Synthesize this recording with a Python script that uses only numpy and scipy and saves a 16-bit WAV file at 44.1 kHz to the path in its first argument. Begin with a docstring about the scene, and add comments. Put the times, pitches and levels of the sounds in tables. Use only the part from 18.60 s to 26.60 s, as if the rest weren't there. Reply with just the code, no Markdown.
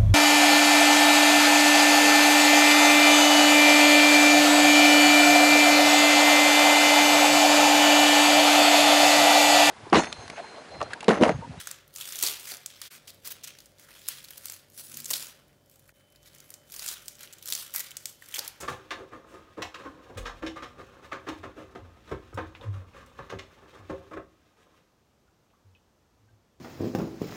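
"""Wet wash tumbling behind a glass door

A front-loading washing machine turns wet laundry, with the microphone just outside the glass door.
Bursts of grains shaped by drum resonances make the slaps and spray; decaying low sines make the tub's thumps.
Sloshing noise, bubbles, notes of trapped air and dry ticks fill the gaps, with echoes off drum and room.
Near six seconds the drum comes to rest, leaving a low noise drone and a few drips."""
import sys
import numpy as np
from scipy import signal
from scipy.fft import rfft, irfft
from scipy.io import wavfile

SR = 44100
rng = np.random.default_rng(int(sys.argv[2]) if len(sys.argv) > 2 else 0)


def put_to_file(sound):
    """Save the sound as 16-bit audio at rate SR, in the file named by the first command-line argument."""
    columns = np.atleast_2d(sound).T  # one column per channel
    safe = np.clip(columns, -1, 1)
    whole_steps = np.round(safe * 32767)
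    wavfile.write(sys.argv[1], SR, whole_steps.astype(np.int16))


N = 352800
TIME = np.arange(N) / SR  # s
TAPS = 8192
FREQS = np.fft.rfftfreq(TAPS, 1 / SR) + 1  # frequency grid of the filters, Hz

# wet cloth landing on the drum: [t/s, time to full contact/s, smack level/dB,
# weight: thud over smack/dB, wetness: spray over smack/dB]
CLOTH_LANDINGS = [(0.001, 0.011, -45, -3, -4), (0.024, .011, -44, 3.5, -4), (0.077, 0.0081, -31, -6.5, -8),
                  (0.119, 0.0091, -48.5, 5, 0.5), (0.305, 0.0085, -32.5, -11, -3.5),
                  (0.355, 0.039, -52, 7, -14), (0.506, 0.031, -49.5, 4, -12.5),
                  (0.68, 0.063, -54.5, 3.5, -9.5), (0.969, 0.016, -46.5, 8.5, -11.5),
                  (1.019, 0.0056, -36, -7, 4.5), (1.141, 0.007, -40.5, -13, -3.5),
                  (1.16, 0.049, -53.5, 4, -5.5), (1.245, 0.012, -45, 2, -16), (1.494, 0.0076, -53, 10, -13),
                  (1.571, 0.0079, -49.5, 10, 5.5), (1.651, 0.014, -37, -7.5, -4.5),
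                  (1.821, 0.011, -41, 3, -11.5), (1.863, 0.0059, -45.5, 8, 9), (1.958, 0.0085, -41, -4, -8),
                  (2.02, 0.011, -42.5, -2.5, -4), (2.179, 0.016, -50, 3, -10), (2.415, 0.024, -56.5, 3, -8),
                  (2.515, .011, -34.5, -7.5, -11), (2.665, .013, -39, -1, -14),
                  (2.684, 0.0057, -38, -1.5, 0.5), (2.829, 0.0095, -40, 1, -13), (2.955, 0.038, -52, 7, -7),
                  (3.149, 0.0077, -44, 5.5, -11), (3.455, 0.038, -54, -1, -5),
                  (3.511, 0.0085, -40.5, 8.5, -11.5), (3.726, 0.005, -50, 2.5, -18),
                  (3.772, 0.0095, -32.5, -2, -17), (3.995, 0.038, -53, 4.5, -7.5),
                  (4.11, 0.045, -56, 0, -8.5), (4.308, 0.065, -51.5, -2, -10.5),
                  (4.585, 0.0071, -41, 3, -14.5), (4.695, 0.0092, -43.5, -4, -2),
                  (4.72, 0.0082, -45.5, 9, -24), (4.787, 0.0048, -47.5, 1, 7.5), (5.12, 0.03, -52.5, 1, -8),
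                  (5.293, 0.011, -43, 11, -11), (5.508, 0.012, -50, 4, -16),
                  (5.531, 0.0055, -43.5, 1.5, -11), (5.565, 0.0063, -41.5, 5.5, -20),
                  (5.965, .03, -68.5, 2, -7), (6.11, 0.03, -71.5, -2, -8)]


def amp(db):
    """Decibels to gain."""
    return 10 ** (np.asarray(db) / 20)


def unit(x):
    """Scales to rms 1."""
    return x / np.sqrt(np.mean(x ** 2) + 1e-20)


def shape(points):
    """Gain over frequency from (f/Hz, level/dB) points, joined on a log frequency axis."""
    hz, db = np.transpose(points)
    return amp(np.interp(np.log(FREQS), np.log(hz), db))


def add(mix, s, sound):
    """Mixes a sound in at a time."""
    part = mix[max(round(s * SR), 0):][:len(sound)]
    part += sound[:len(part)]


def colour(x, gain):
    """Causal, minimum-phase filter of unit energy: resonances ring after the blow."""
    log_gain = np.log(np.maximum(gain / gain.max(), 1e-5))
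    circle = np.concatenate([log_gain, log_gain[-2:0:-1]])
    spectrum = np.exp(np.conj(signal.hilbert(circle)))
    ring = np.fft.ifft(spectrum).real
    return signal.oaconvolve(x, ring / np.linalg.norm(ring))[:N]


def wander(per_s):
    """Slow chance of rms 1: noise with a Gaussian roll-off above per_s (Hz)."""
    hz = np.fft.rfftfreq(N, 1 / SR)
    spectrum = rfft(rng.standard_normal(N)) * np.exp(-(hz / per_s) ** 2)
    return unit(irfft(spectrum, N))


def grains(per_s, spread_db):
    """Tiny water impacts of random time, sign and size, scaled to rms 1."""
    size = amp(spread_db * np.minimum(rng.exponential(1, N), 4))
    sign = rng.choice([-1., 1.], N)
    struck = rng.random(N) < per_s / SR
    return unit(size * sign * struck)


def swells(rows):
    """Level of overlapping bursts (t/s, rise/s, peak/dB): quick ones snap on, slow ones swell; all die away."""
    roundness, soft_s = 1.05, 0.015  # exponent of a quick burst; slower rises are rounder still
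    power = np.zeros(N)
    for s, rise, db in rows:
        u = TIME[:SR // 2] / max(rise, .001)
        burst = (u * np.exp(1 - u)) ** max(roundness, rise / soft_s)
        add(power, s, (amp(db) * burst) ** 2)
    return np.sqrt(power)


def drum(low_hz, high_hz, ringing=1, order=8):
    """Response of drum and door to a force over one band; wet cloth lying on the steel lessens the ringing."""
    # resonances of the drum and door: [f/Hz, width/Hz, level over the broad response at full ringing/dB]
    drum_modes = [(256.4, 4.1, 11), (314, 7.9, 13), (383, 18.4, 9), (467, 6.5, 5), (500, 127, 10),
                  (553.6, 12.4, 15), (905, 13, 11), (1083, 60, 12.5), (1222.4, 59, 13.5), (1340, 45, 7),
                  (1600, 94, 7), (1760, 81, 1.5), (1737, 147, 4), (2626, 150, 2.5), (2950, 95, -5),
                  (3850, 160, -2), (3810, 48, 5), (5410, 53, 10), (6430, 1200, 5)]
    # broad response of the drum through the door: [f/Hz, relative level/dB]
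    through_door = [(100, 18), (200, 0.5), (330, 1.5), (560, -1), (740, -4.5), (1200, -3.5), (1800, -4),
                    (2300, -8), (3600, -11), (4700, -19), (6500, -23.5), (9000, -26.5), (11000, -29.5),
                    (15500, -23.5)]
    peaks = sum((amp(db) ** 2 - 1) / (1 + (2 * (FREQS - hz) / width) ** 2)
                for hz, width, db in drum_modes)
    band = 1 / (1 + (low_hz / FREQS) ** order) / (1 + (FREQS / high_hz) ** order)
    return shape(through_door) * np.sqrt(np.maximum(1 + ringing * peaks, .1) * band)


def echoes(x, wet_db, low_t60, high_t60):
    """Dense reflections in the steel drum and the small room; bass and treble decay at their own t60 (s)."""
    count = SR // 2
    build_up = np.minimum(TIME[:count] / 0.0035, 1)
    taps = rng.standard_normal(count) * (rng.random(count) < .1) * build_up
    hz, t, z = signal.stft(taps, SR, nperseg=256)
    t60 = np.interp(np.log(hz + 1), np.log([300, 6000]), [low_t60, high_t60])
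    decay = np.exp(-np.log(1000) * t / t60[:, None])
    tail = signal.istft(z * decay, SR, nperseg=256)[1]
    return amp(wet_db) * signal.oaconvolve(x, tail / np.linalg.norm(tail))[:N]


def turning_echoes(x, turns_per_s, count=3):
    """The load shifts as the drum turns, so the sound fades between several patterns of reflections."""
    wet = np.zeros(N)
    for k in range(count):
        share = np.cos(np.pi * (turns_per_s * TIME + k / count)) * np.sqrt(2 / count)
        wet += echoes(x * share, wet_db=-4, low_t60=0.29, high_t60=0.28)
    return x + wet


def drone():
    """Steady low noise of the machine and the room."""
    # spectrum of the machine at rest: [f/Hz, relative level per Hz/dB]
    rest_spectrum = [(20, -41), (40, -5), (60, -20.5), (100, -9), (170, -4.5), (420, -8), (700, -11),
                     (1250, -15), (2000, -21), (4500, -24), (6200, -23.5), (10000, -34), (12500, -31.5),
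                     (15500, -35)]
    level_db = -68.5
    return amp(level_db) * colour(rng.standard_normal(N), shape(rest_spectrum))


def rumble():
    """Low noise of the tub: it sways on its springs and is shaken by every slap."""
    # the tub swaying on its springs: [t/s, level/dB]
    tub_sway = [(0.0, -52), (0.18, -64.5), (1.31, -66), (1.8, -55), (2.16, -60), (3.43, -59.5),
                (3.96, -53.5), (5.08, -65.5), (5.39, -57), (5.84, -73), (8.0, -72)]
    # spectrum of the tub's low noise: [f/Hz, relative level per Hz/dB]
    tub_spectrum = [(24, -23.5), (40, -11.5), (60, -0.5), (75, 0), (93, -1), (115, -5.5), (160, -14),
                    (260, -11.5), (600, -67)]
    shake_s, shake_over_thud_db = 0.028, -13  # time to the peak, level
    shakes = swells((s, shake_s, smack_db + weight_db + shake_over_thud_db)
                    for s, _, smack_db, weight_db, _ in CLOTH_LANDINGS)
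    sway = amp(np.interp(TIME, *np.transpose(tub_sway)))
    return colour(np.hypot(sway, shakes) * rng.standard_normal(N), shape(tub_spectrum))


def thumps(ring_cycles, sag, bend, bend_s):
    """The tub swings up while the load pushes on it, then rings down in a few cycles; its pitch sinks."""
    # heavy drops that rock the tub: [t/s, peak level before the unevenness/dB, f before the bend/Hz, push/s]
    heavy_drops = [(0.08, -44, 133, 0.047), (1.556, -36, 91, .01), (1.581, -37.5, 42.6, 0.024),
                   (2.768, -46.5, 87, .047), (3.193, -45.5, 91, 0.048), (3.51, -42, 64.5, .012),
                   (3.511, -41, 130, 0.014), (3.733, -34.5, 95.8, 0.022), (3.778, -36, 87.6, .031),
                   (4.039, -25.5, 100.2, 0.065), (4.136, -37.5, 95.8, 0.037), (4.727, -38, 99.4, .008),
                   (4.728, -44, 180, 0.018), (5.173, -47, 96.3, 0.058), (7.025, -50.5, 95.2, 0.058),
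                   (7.56, -60, 103, 0.1), (7.68, -57.5, 106.5, 0.056)]
    out, t = np.zeros(N), TIME[:SR // 2]
    for s, db, hz, push in heavy_drops:
        rise = np.sin(np.pi / 2 * np.minimum(t / push, 1)) ** 2
        decay = np.exp(-np.maximum(t - push, 0) * hz / ring_cycles)
        high_start = bend * np.exp(-t / bend_s)
        sinking = sag * np.tanh((t - push) * hz / ring_cycles)
        pitch = hz * (1 + high_start - sinking)
        add(out, s, amp(db) * rise * decay * np.sin(2 * np.pi * np.cumsum(pitch) / SR))
    uneven_db = 2.0 * wander(45)  # a load never pushes quite evenly
    return out * amp(uneven_db)


def stirring():
    """Level of the water stirred by the drum (dB), gone once the load lies still."""
    # how hard the turning load stirs the water: [t/s, level before settling/dB]
    load_stir = [(0.14, -54), (0.58, -55), (0.78, -55.5), (1.03, -60), (1.15, -53.5), (1.57, -51.5),
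                 (1.88, -53), (2.33, -53.5), (2.74, -53), (3.33, -56), (3.95, -54.5), (4.33, -54.5),
                 (5.46, -55), (5.64, -70.5), (6.2, -64.5)]
    rest_s, settle_db_per_s = 6.17, 110
    return np.interp(TIME, *np.transpose(load_stir)) - settle_db_per_s * np.maximum(TIME - rest_s, 0)


def splash(delay_s):
    """Level of the water that falls back after each slap, peaking delay_s later."""
    return swells((s, delay_s, smack_db) for s, _, smack_db, _, _ in CLOTH_LANDINGS)


def bubbles(per_s, cycles, glide, spread_db):
    """Small bubbles burst at random; each is a short note that rises as it nears the surface."""
    out, t = np.zeros(N), TIME[:SR // 25]
    for when, pitch, size in rng.random((int(per_s * N / SR), 3)):
        hz = 600 * 7 ** pitch
        age = t * hz / cycles
        level = amp(spread_db * size) / hz ** 0.54  # small, high bubbles are weaker
        note = np.sin(2 * np.pi * hz * t * (1 + glide * age))
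        add(out, when * TIME[-1], level * age * np.exp(-age) * note)
    return unit(out)


def tumble():
    """Lumpy sloshing, fine trickles and bubbles follow the turning load; each slap whips up more bubbles."""
    stir_db = stirring()
    slosh_level = amp(stir_db)
    trickle_level = amp(-28.5 + 0.72 * stir_db)  # follows the stirring less than the sloshing does
    slosh = slosh_level * amp(3.4 * wander(37)) * grains(1200, spread_db=3.0)
    water = colour(slosh, drum(165, 1730, ringing=0.71))
    drips = trickle_level * amp(3.1 * wander(27)) * grains(3500, spread_db=-3.0)
    trickle = colour(drips, drum(2160, 12500, ringing=0.73))
    froth_level = amp(-16.5) * slosh_level + amp(-12.5) * splash(delay_s=0.018)
    froth = froth_level * bubbles(per_s=150, cycles=2.42, glide=0.0099, spread_db=12.5)
    return amp(-6.5) * water + trickle + froth


def ticks(rise_s):
    """Short dry noise bursts round one pitch, with wide skirts."""
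    # small dry ticks, perhaps fasteners on the steel, then falling drops:
    # [t/s, rms level at the start, before rise and decay/dB, centre f/Hz, half-width/octaves]
    dry_ticks = [(3.95, -42.5, 1850, 1), (4.011, -50, 3400, 0.17), (6.68, -69, 1370, 0.27),
                 (6.902, -69.5, 2700, .3), (6.934, -63, 1100, 0.27), (7.149, -61.5, 2820, .25),
                 (7.171, -72, 2900, .25)]
    t60 = 0.079  # s
    out, t = np.zeros(N), TIME[:TAPS]
    envelope = np.minimum(t / rise_s, 1) * np.exp(-np.log(1000) * t / t60)
    for s, db, hz, octaves in dry_ticks:
        skirts = 1 / (1 + (np.log2(FREQS / hz) / octaves) ** 2) / (1 + (FREQS / hz / 2) ** 4)
        burst = unit(irfft(rfft(rng.standard_normal(TAPS)) * skirts))
        add(out, s, amp(db) * burst * envelope)
    return out


def pockets(swell_share, rough, flutter_db):
    """Each air pocket swells into its note and dies away, wavering as the cloth squeezes it."""
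    # trapped air, from deep gulps under the cloth to the last small drips:
    # [t/s, peak level before the flutter/dB, f/Hz]
    air_pockets = [(0.081, -36, 496), (0.308, -31.5, 1212), (0.311, -34, 3530), (0.528, -40.5, 1212),
                   (1.246, -43.5, 271.7), (1.256, -40, 1070), (1.829, -30, 323), (1.964, -33.5, 1200),
                   (2.021, -34.5, 1210), (2.516, -39.5, 543), (2.676, -33, 314.3), (3.513, -45, 336),
                   (3.777, -39.5, 324.6), (4.726, -45.5, 387), (5.294, -35.5, 391.3), (5.532, -41.5, 1099),
                   (5.536, -42, 319.4), (6.931, -69, 1140), (7.153, -60, 2550), (7.685, -67, 1570)]
    t60_at_1khz, shortening = 0.12, 0.75  # s, exponent: small pockets die sooner than large ones
    out, t = np.zeros(N), TIME[:SR // 2]
    waver = rough * wander(42)  # phase, rad
    for s, db, hz in air_pockets:
        t60 = t60_at_1khz / (hz / 1000) ** shortening
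        ring = (1 - np.exp(-t / (swell_share * t60))) ** 2 * np.exp(-np.log(1000) * t / t60)
        note = np.sin(2 * np.pi * hz * t + np.interp(s + t, TIME, waver))
        add(out, s, amp(db) * ring / ring.max() * note)
    return out * unit(amp(flutter_db * wander(62)))


def slaps():
    """Each landing squeezes out a burst of water impacts: heavy cloth thuds, wet cloth sprays and fizzes."""
    # parts of a slap, from the cloth's weight to the finest droplets: [low f/Hz, high f/Hz, grains per s]
    slap_parts = [(184, 810, 3000), (823, 2510, 1800), (2200, 6760, 3800), (6780, 10900, 5000)]
    # fine spray flung against the door: [t/s, rise/s, level/dB]
    door_spray = [(0.002, 0.0075, -39.5), (0.078, 0.015, -50), (0.305, .008, -54), (0.62, 0.097, -69),
                  (1.019, 0.0058, -48.5), (1.572, 0.0076, -49), (2.685, 0.0047, -51.5),
                  (3.742, 0.0029, -51.5), (4.461, 0.0023, -61)]
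    s, contact, smack_db, weight_db, wetness_db = np.transpose(CLOTH_LANDINGS)
    spray_db = smack_db + wetness_db
    fizz_db = -39.5 + 0.52 * spray_db  # the finest droplets grow more slowly than the spray
    thud, smack, spray, fizz = (swells(zip(s, contact, db))
                                for db in (smack_db + weight_db, smack_db, spray_db, fizz_db))
    levels = thud, smack, spray, np.hypot(fizz, swells(door_spray))
    folds = unit(amp(1.8 * wander(130)))  # the cloth lands fold by fold, in a few quick splats
    out = np.zeros(N)
    for level, (low_hz, high_hz, per_s) in zip(levels, slap_parts):
        impacts = level * folds * grains(per_s, spread_db=-0.62)
        out += colour(impacts, drum(low_hz, high_hz))
    return out


def scene():
    """Water and cloth sound inside the drum; the bass comes straight through the cabinet."""
    bass = drone() + rumble() + thumps(ring_cycles=4.05, sag=0.058, bend=0.38, bend_s=0.014)
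    near = ticks(rise_s=0.00052) + pockets(swell_share=0.019, rough=0.4, flutter_db=2.5)
    near_echoes = echoes(near, wet_db=-16, low_t60=0.79, high_t60=0.19)
    inside = turning_echoes(tumble() + slaps(), turns_per_s=0.791)
    return (bass + near + near_echoes + inside)[None]


def record(dry):
    """The microphone chain's band limit: a linear-phase low-pass."""
    edge_hz = 15900
    low_pass = signal.firwin(511, edge_hz, window=("kaiser", 9), fs=SR)
    return signal.oaconvolve(dry, low_pass[None], "same")


dry = scene()
out = record(dry)
put_to_file(out)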